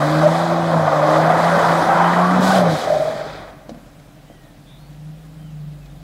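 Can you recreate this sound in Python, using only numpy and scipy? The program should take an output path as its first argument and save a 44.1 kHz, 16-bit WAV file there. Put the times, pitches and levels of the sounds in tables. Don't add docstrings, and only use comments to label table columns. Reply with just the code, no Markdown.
import sys
import numpy as np
from scipy import signal
from scipy.io import wavfile
from scipy.ndimage import uniform_filter1d

SR = 44100
rng = np.random.default_rng(int(sys.argv[2]) if len(sys.argv) > 2 else 0)


def to_wav(sig):
    pcm = np.clip(np.atleast_2d(sig), -1, 1) * 32767
    pcm = np.round(pcm).astype(np.int16)
    wavfile.write(sys.argv[1], SR, pcm.T)


N = 265902
TIME = np.arange(N) / SR


# pitch_hz, density_db
AIR_SPECTRUM = [(25, -5), (45, 0), (80, -9.5), (130, 4.5), (230, -4), (390, -12), (600, -8), (750, -9.5),
                (920, -16), (1500, -17.5), (2600, -22.5), (3400, -22), (5500, -27.5), (15500, -33)]
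AIR_DB = -47

# start_s, length_s, start_pitch_hz, middle_pitch_hz, end_pitch_hz, trill_depth_hz, level_db
BIRD_WHISTLES = [(4.25, 0.16, 2710, 3160, 2700, 24, -57.5), (4.241, 0.31, 2010, 1903, 1750, 11, -55.5),
                 (4.659, .13, 3350, 3620, 3620, 200, -47.5), (4.76, 0.15, 4050, 4330, 4560, 100, -56.5),
                 (5.374, 0.13, 2980, 3130, 2700, 10, -55.5), (5.805, 0.081, 2660, 2520, 2330, 10, -55),
                 (5.897, 0.024, 3730, 3660, 3580, 20, -54), (5.96, 0.02, 3900, 3700, 3400, 20, -56)]
BIRD_TRILL_HZ = 86.5

# delay_s, level_db
FOREST_ECHOES = [(.083, -14), (.17, -18), (.29, -26)]
FOREST_T60_S, FOREST_DB = 3.06, -21.5

# start_s, knock_db, metal_click_db, boom_db
DRIVELINE_CLUNKS = [(3.688, -50, -45, -33), (3.693, -28, -28.5, -50), (3.703, -39, -46, -50),
                    (3.716, -40, -56, -27.5), (3.745, -38, -39, -35), (3.775, -55, -74, -43),
                    (3.998, -49, -41, -70), (4.300, -37, -67, -41), (4.316, -46, -65, -65),
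                    (5.858, -59, -40, -55)]
# pitch_hz, level_db, t60_s
BODY_KNOCK_MODES = [(334, -3.5, 0.086), (422, -28, 0.035), (505, -3, 0.066), (570, 0, 0.067),
                    (670, -3.5, 0.12), (980, -17, 0.055)]
# pitch_hz, level_db, t60_s
BODY_BOOM_MODES = [(230, -2, 0.085), (170.5, -20, 0.28)]

# start_s, level_db
TYRE_CATCHES = [(2.868, -11), (2.897, -6), (2.917, -5), (2.944, -10), (2.959, -8), (2.998, -10),
                (3.017, -9), (3.048, -14), (3.073, -11.5), (3.120, -14.5), (3.207, -17)]
# pitch_hz, level_db, t60_s
TYRE_RING_MODES = [(624, 4.5, 0.043), (678, -15, 0.047), (570, -35, 0.012)]
# start_s, level_db
CLOD_HITS = [(.349, 2), (.432, -8), (.74, 7.5), (.77, 3), (1.971, 12), (1.986, -2), (2.004, 4), (2.010, 6),
             (2.022, -22)]

# start_s, length_s, start_pitch_hz, end_pitch_hz, level_db
TREAD_HOWLS = [(0.0, 0.062, 607, 586, -14), (0.227, 0.076, 594.5, 586, -9), (0.463, 0.07, 650, 640, -17),
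               (0.714, 0.184, 625, 681, -19), (.97, 0.19, 584, 615, -15), (1.191, 0.27, 705, 738, -19),
               (1.479, 0.22, 566, 603, -19), (1.817, 0.19, 740, 790, -15.5),
               (1.956, 0.096, 970, 1028, -13.5), (2.041, 0.14, 993, 1025, -23),
               (2.194, 0.15, 1146, 1121, -16.5), (2.44, 0.11, 1500, 1570, -19),
               (2.522, 0.16, 571.4, 607, -15)]

# from_s, to_s
SPIN_TO_SLIDE = [2.55, 2.71]
# pitch_hz, density_db
SPIN_DRONE_SPECTRUM = [(330, -22), (420, -14.5), (530, -2), (610, 1), (720, 0), (850, -22), (1050, -7.5)]
# pitch_hz, density_db
SLIDE_MOAN_SPECTRUM = [(380, -23.5), (480, -11.5), (540, -12), (630, -1), (740, -8), (860, -29),
                       (1050, -31)]
# pitch_hz, density_db
SPIN_CHURN_SPECTRUM = [(350, -15), (600, -4), (850, 2.5), (1150, -1), (1500, -3), (1850, -9), (2200, -18.5),
                       (2700, -17), (3500, -32)]
# pitch_hz, density_db
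SLIDE_SCRAPE_SPECTRUM = [(300, -4), (600, 5.5), (900, 0.5), (1200, 4), (1700, -2), (2100, -3),
                         (2500, -12.5), (3300, -21)]
# pitch_hz, density_db
GRIT_SPECTRUM = [(1650, -1), (2800, -4), (3100, 5), (3890, 0.5), (5000, -3.5), (5370, -4), (5850, -9),
                 (6800, -7), (7910, -16.5), (8930, -15), (10500, -18), (12800, -22.5), (15500, -27)]
# pitch_hz, density_db
RUMBLE_SPECTRUM = [(40, -32), (62, -10), (85, -5), (130, 1.5), (220, 6), (340, 0.5), (450, -0.5),
                   (700, -31)]
# time_s, level_db
DRONE_LEVEL = [(0.35, -21), (1.25, -16), (1.97, -21), (2.28, -25.5), (2.63, -15), (2.8, -17.5),
               (2.91, -13.5), (3.28, -26.5), (3.65, -51)]
# time_s, level_db
CHURN_LEVEL = [(0.0, -23.5), (0.67, -27), (1.41, -19), (2.09, -19), (2.55, -24), (3.4, -37.5), (3.65, -53)]
# time_s, level_db
GRIT_LEVEL = [(2.95, -37.5), (3.134, -43), (3.362, -41), (3.65, -69)]
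# time_s, treble_gain_db
FINE_GRIT_GAIN = [(0, 3), (.35, 3), (.6, 0.5), (1.7, 5.5), (2.6, 2.5), (3.14, 4.5), (3.3, -5), (3.6, -10)]
# start_s, length_s, gain_db
GRIT_THROWS = [(-.04, 0.57, 2), (1.043, .19, 3), (1.34, .56, 2.5), (2.393, 0.24, 9.5), (2.677, 0.19, 4)]
THROW_EDGE_S = 0.053
SPRAY_HZ = 5230
THROW_BRIGHTENS = 0.1
RUMBLE_DB, TURN_DB, TURN_S, TURN_LENGTH_S = -13, 15, 2.44, 0.11

# time_s, rate_hz
REV_FIRING = [(0.0, 146.4), (0.42, 169.0), (0.6, 168.2), (0.78, 162.6), (0.88, 151.3), (1.01, 152.0),
              (1.51, 170.8), (1.72, 165.4), (2.08, 172.3), (2.51, 189.4), (2.56, 189.5), (2.76, 151.7)]
# time_s, rate_hz
IDLE_FIRING = [(2.85, 60.0), (2.95, 51.8), (3.07, 37.8), (3.2, 48.9), (3.28, 52.3), (3.53, 44.5),
               (4.49, 38.0), (4.89, 49.0), (5.2, 52.8), (5.5, 51.5), (6.03, 46.5)]
# from_s, to_s
LOAD_FALL = [2.73, 2.79]
# time_s, level_db
FIRING_LEVEL = [(0.0, -22.5), (0.23, -18), (0.47, -23), (0.51, -20.5), (0.71, -23), (0.76, -14),
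                (0.93, -27.5), (0.98, -23), (1.14, -26), (1.26, -17), (1.38, -23.5), (1.54, -18),
                (1.62, -29), (1.71, -20), (1.84, -27.5), (2.23, -17.5), (2.67, -15.5), (2.72, -19.5)]
# time_s, level_db
OCTAVE_LEVEL = [(0, -21), (.17, -22), (.34, -24), (.58, -17), (.86, -33), (1.2, -22), (1.33, -29),
                (2.0, -21.5), (2.3, -17.5), (2.7, -27)]
# multiple of the four-stroke cycle, level_db (against the firing tone)
LOADED_LINES = [(3, -26), (5, -27), (7, -24.5), (8, -24), (9, -15.5), (10, -29), (11, -20.5), (14, -45),
                (15, -24), (18, -18), (22, -14), (24, -11.5)]
# time_s, firing_throb_db, pipe_boom_db
IDLE_LEVELS = [(2.92, -45, -31.5), (3.1, -61, -39), (3.33, -46, -47.5), (3.6, -51, -55), (4.55, -52, -48),
               (4.85, -46, -46), (5.1, -50, -36), (5.24, -47, -46.5), (5.42, -48, -38.5), (5.68, -45, -34),
               (5.85, -42, -42.5), (6.0, -43, -39)]
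# multiple of the four-stroke cycle, level_db (against the boom)
IDLE_OVERTONES = [(18, 1.5), (21, -3.5), (24, -8.5), (33, -18), (36, -27)]
# pitch_hz, width_hz, level_db
PIPE_HUM = [(150.9, 13, -50), (291, 30, -53.5)]
# pitch_hz, width_hz
PIPE_PASSBANDS = [(155, 25), (312, 26.2)]
PIPE_LEAK_DB = -16
SHAKE_DB, LUG_DB, LUG_HZ_PER_S = -50.5, -35.5, 92
SHUDDER_DB, SHUDDER_HZ_PER_S = -51, 26

NOTCH_HZ, CUTOFF_HZ = 2750, 15700


def from_db(db):
    return np.exp(np.asarray(db) * np.log(10) / 20)


def rms_one(x):
    return x / np.sqrt(np.mean(x ** 2) + 1e-20)


def in_time(rows):
    s, *columns = np.transpose(rows)
    return [np.interp(TIME, s, column) for column in columns]


def delayed(x, seconds):
    return np.interp(TIME - seconds, TIME, x, left=0)


def drift(rate_hz):
    r = np.exp(-2 * np.pi * rate_hz * 40 / SR)
    noise = rng.standard_normal(N // 40 + 2002)
    slow = signal.lfilter([1], [1, -2 * r, r * r], noise)[2000:]
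    return np.interp(np.arange(N) / 40, np.arange(len(slow)), rms_one(slow))


def band(x, low_hz, high_hz, order=2):
    edges_hz = [low_hz, min(high_hz, .48 * SR)]
    sos = signal.butter(order, edges_hz, "band", fs=SR, output="sos")
    return signal.sosfilt(sos, x + 1e-18)


def strikes(rows, column=1):
    clicks = np.zeros(N)
    for row in rows:
        clicks[int(row[0] * SR)] += from_db(row[column])
    return clicks


def ring(clicks, modes):
    out = 0
    for pitch_hz, level_db, t60_s in modes:
        r = from_db(-60 / (t60_s * SR))
        w = 2 * np.pi * pitch_hz / SR
        mode = signal.lfilter([0, np.sin(w)], [1, -2 * r * np.cos(w), r * r], clicks + 1e-18)
        out = out + from_db(level_db) * mode
    return out


def bursts(clicks, t60_s):
    r = from_db(-60 / (t60_s * SR))
    envelope = signal.lfilter([1], [1, -r], clicks + 1e-18)
    return envelope * rng.standard_normal(N)


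def grains(per_s, spread_db):
    sizes = from_db(spread_db * np.minimum(rng.exponential(1, (2, N)), 4))
    signs = rng.choice([-1, 1], (2, N))
    hits = rng.random((2, N)) < per_s / SR
    return sizes * signs * hits


def coloured(streams, spectrum, patchy_db):
    hz, db = np.transpose(spectrum)
    edges_hz = 20 * 2 ** (np.arange(31) / 3)
    out = 0
    for k, (low, high) in enumerate(zip(edges_hz, edges_hz[1:])):
        if high > hz[0] and low < hz[-1]:
            level_db = np.interp(np.log(low * high) / 2, np.log(hz), db)
            flicker_db = patchy_db * drift(12.0)
            out = out + band(streams[k % 2], low, high, order=3) * from_db(level_db + flicker_db)
    return rms_one(out)


def outdoor_air():
    return from_db(AIR_DB) * coloured(rng.standard_normal((2, N)), AIR_SPECTRUM, patchy_db=1.2)


def birds(warble=0.0051):
    out = np.zeros(N)
    unsteady = 1 + warble * drift(84)
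    trill = np.sin(2 * np.pi * BIRD_TRILL_HZ * TIME + 0.69 * drift(24))
    for start, length, first_hz, middle_hz, last_hz, trill_hz, level_db in BIRD_WHISTLES:
        along = np.clip((TIME - start) / length, 0, 1)
        arch = np.polyfit([0, .5, 1], [first_hz, middle_hz, last_hz], 2)
        pitch_hz = (np.polyval(arch, along) + trill_hz * trill) * unsteady
        swell = 2 * np.sqrt(along * (1 - along))
        whistle = np.sin(2 * np.pi * np.cumsum(pitch_hz) / SR)
        out += from_db(level_db - 3.5) * swell * whistle
    lags_s = rng.uniform(0.004, 0.096, size=8)
    return out + sum(from_db(-12.0 - 60 * lag) * delayed(out, lag) for lag in lags_s)


def forest(x):
    echoes = sum(from_db(db) * delayed(x, lag) for lag, db in FOREST_ECHOES)
    age_s = TIME[:2 * SR]
    build_up = 1 - np.exp(-age_s / 0.14)
    scatter = rng.standard_normal(len(age_s)) * from_db(-60 * age_s / FOREST_T60_S) * build_up
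    wash = signal.fftconvolve(x, scatter / np.sqrt(np.sum(scatter ** 2)))[:N]
    return band(echoes, 90, 2300, order=1) + from_db(FOREST_DB) * band(wash, 630, 2800)


def driveline():
    knock = ring(strikes(DRIVELINE_CLUNKS, column=1), BODY_KNOCK_MODES)
    click = bursts(strikes(DRIVELINE_CLUNKS, column=2), t60_s=0.045)
    boom = ring(strikes(DRIVELINE_CLUNKS, column=3), BODY_BOOM_MODES)
    out = from_db(-0.5) * band(knock, 226, 1070)
    out += from_db(-2) * band(click, 1300, 5100)
    return out + from_db(6.5) * band(boom, 100, 420, order=1)


def skid():
    judder = from_db(0.5) * band(ring(strikes(TYRE_CATCHES), TYRE_RING_MODES), 584, 670)
    clods = band(bursts(strikes(CLOD_HITS), t60_s=0.055), 734, 1060)
    return judder + clods


def howls(rough=0.03283, flutter_db=3.5):
    out = np.zeros(N)
    unsteady = 1 + rough * drift(65.8)
    for start, length, first_hz, last_hz, level_db in TREAD_HOWLS:
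        along = np.clip((TIME - start) / length, 0, 1)
        pitch_hz = (first_hz + (last_hz - first_hz) * along) * unsteady
        swell = np.sin(np.pi * along)
        out += from_db(level_db) * swell * np.sin(2 * np.pi * np.cumsum(pitch_hz) / SR)
    return out * from_db(flutter_db * drift(53))


def throws_db():
    gain_db = 0
    for start, length, db in GRIT_THROWS:
        from_edge_s = np.minimum(TIME - start, start + length - TIME)
        gain_db = gain_db + db * np.clip(from_edge_s / THROW_EDGE_S, 0, 1)
    return gain_db


def flying_grit(surge):
    level_db, = in_time(GRIT_LEVEL)
    fine_db, = in_time(FINE_GRIT_GAIN)
    thrown_db = throws_db()
    grit = coloured(grains(11000, 2.5), GRIT_SPECTRUM, patchy_db=1.1)
    grit *= from_db(level_db + thrown_db + 0.37 * surge)
    coarse = signal.sosfiltfilt(signal.butter(2, SPRAY_HZ, fs=SR, output="sos"), grit)
    return coarse + from_db(fine_db + THROW_BRIGHTENS * thrown_db) * (grit - coarse)


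def wheels():
    drone_db, = in_time(DRONE_LEVEL)
    churn_db, = in_time(CHURN_LEVEL)
    surge = drift(36)
    spin = np.interp(TIME, SPIN_TO_SLIDE, [1, 0])
    spinning, sliding = np.sqrt(spin), np.sqrt(1 - spin)

    lumps, crumbs = grains(2800, 1.53), grains(4000, 2.8)
    drone = spinning * from_db(-0.35) * coloured(lumps, SPIN_DRONE_SPECTRUM, patchy_db=2.8)
    drone += sliding * from_db(-7.5) * coloured(lumps, SLIDE_MOAN_SPECTRUM, patchy_db=1.0)
    drone *= from_db(drone_db + 1.96 * surge)
    churn = spinning * from_db(1.9) * coloured(crumbs, SPIN_CHURN_SPECTRUM, patchy_db=1.7)
    churn += sliding * from_db(0.04) * coloured(crumbs, SLIDE_SCRAPE_SPECTRUM, patchy_db=1.0)
    churn *= from_db(churn_db + 0.97 * surge)

    turn = np.exp(-((TIME - TURN_S) / TURN_LENGTH_S) ** 2)
    rumble = coloured(grains(2000, 1.8), RUMBLE_SPECTRUM, patchy_db=5.0)
    rumble *= spinning + from_db(9) * sliding * (1 - turn)
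    rumble *= from_db(churn_db + RUMBLE_DB + TURN_DB * turn)
    rolling = np.interp(TIME, [3.5, 3.72], [1, 0])
    return rolling * (drone + churn + flying_grit(surge) + rumble)


def pipe_gain(hz):
    peaks = sum(1 / (1 + (2 * (hz - centre) / width) ** 2) for centre, width in PIPE_PASSBANDS)
    return from_db(PIPE_LEAK_DB) + peaks


def pipe_hum():
    out = 0
    for hz, width, level_db in PIPE_HUM:
        flow = band(rng.standard_normal(N), hz - width / 2, hz + width / 2)
        out = out + from_db(level_db) * rms_one(flow)
    return out


def sagging(firing_hz, full_hz_per_s):
    fall_hz_per_s = uniform_filter1d(-np.gradient(firing_hz) * SR, size=4000)
    return np.clip(fall_hz_per_s / full_hz_per_s, 0, 1)


def idling(cycle, firing_hz, flutter_db=1.3, smear=0.16):
    throb_db, boom_db = in_time(IDLE_LEVELS)
    firing = 6 * cycle
    out = from_db(throb_db) * np.sin(firing + 0.26 * drift(5.3))
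    shudder = from_db(SHUDDER_DB) * sagging(firing_hz, SHUDDER_HZ_PER_S)
    out += shudder * np.sin(2 * firing + 0.47 * drift(8))
    for multiple, line_db in IDLE_OVERTONES:
        level = from_db(boom_db + line_db + flutter_db * drift(11))
        level *= pipe_gain(multiple * firing_hz / 6)
        out += level * np.sin(multiple * cycle + smear * drift(4.2))
    return out


def revving(cycle, firing_hz, flutter_db=1.15, uneven_db=2.5, smear=0.92):
    firing_db, = in_time(FIRING_LEVEL)
    octave_db, = in_time(OCTAVE_LEVEL)
    firing = 6 * cycle
    out = from_db(firing_db + flutter_db * drift(6.1)) * np.sin(firing)
    octave = from_db(octave_db + 0.99 * drift(15)) * pipe_gain(2 * firing_hz)
    out += octave * np.sin(2 * firing + 0.49 * drift(19))
    shake = from_db(SHAKE_DB) + from_db(LUG_DB) * sagging(firing_hz, LUG_HZ_PER_S)
    out += shake * np.sin(4 * cycle + .5 * drift(8.6))
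    for multiple, line_db in LOADED_LINES:
        level = from_db(firing_db + line_db + uneven_db * drift(2.1))
        out += level * np.sin(multiple * cycle + smear * drift(6.2))
    return out


def exhaust(waver=.002):
    firing_hz, = in_time(np.vstack([REV_FIRING, IDLE_FIRING]))
    cycle_hz = firing_hz / 6 * (1 + waver * drift(22.0))
    cycle = 2 * np.pi * np.cumsum(cycle_hz) / SR
    load = np.interp(TIME, LOAD_FALL, [1, 0])
    idle = np.interp(TIME, [2.8, 2.9], [0, 1])
    tones = load * revving(cycle, firing_hz) + idle * idling(cycle, firing_hz)
    return np.sqrt(2) * tones + pipe_hum()


def scene():
    rough = wheels() + howls() + skid() + driveline()
    truck = rough + forest(rough) + exhaust()
    notched = signal.lfilter(*signal.iirnotch(NOTCH_HZ, 9, fs=SR), truck)
    truck = notched * 0.79 + truck * 0.17
    return (truck + outdoor_air() + birds())[None]


def record(dry):
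    fade_in = np.minimum(TIME / .003, 1)
    rounded = fade_in * .95 * np.tanh(dry / .95)
    top_cut = signal.ellip(12, .1, 80, CUTOFF_HZ, fs=SR, output="sos")
    return signal.sosfilt(top_cut, rounded)


dry = scene()
out = record(dry)
to_wav(out)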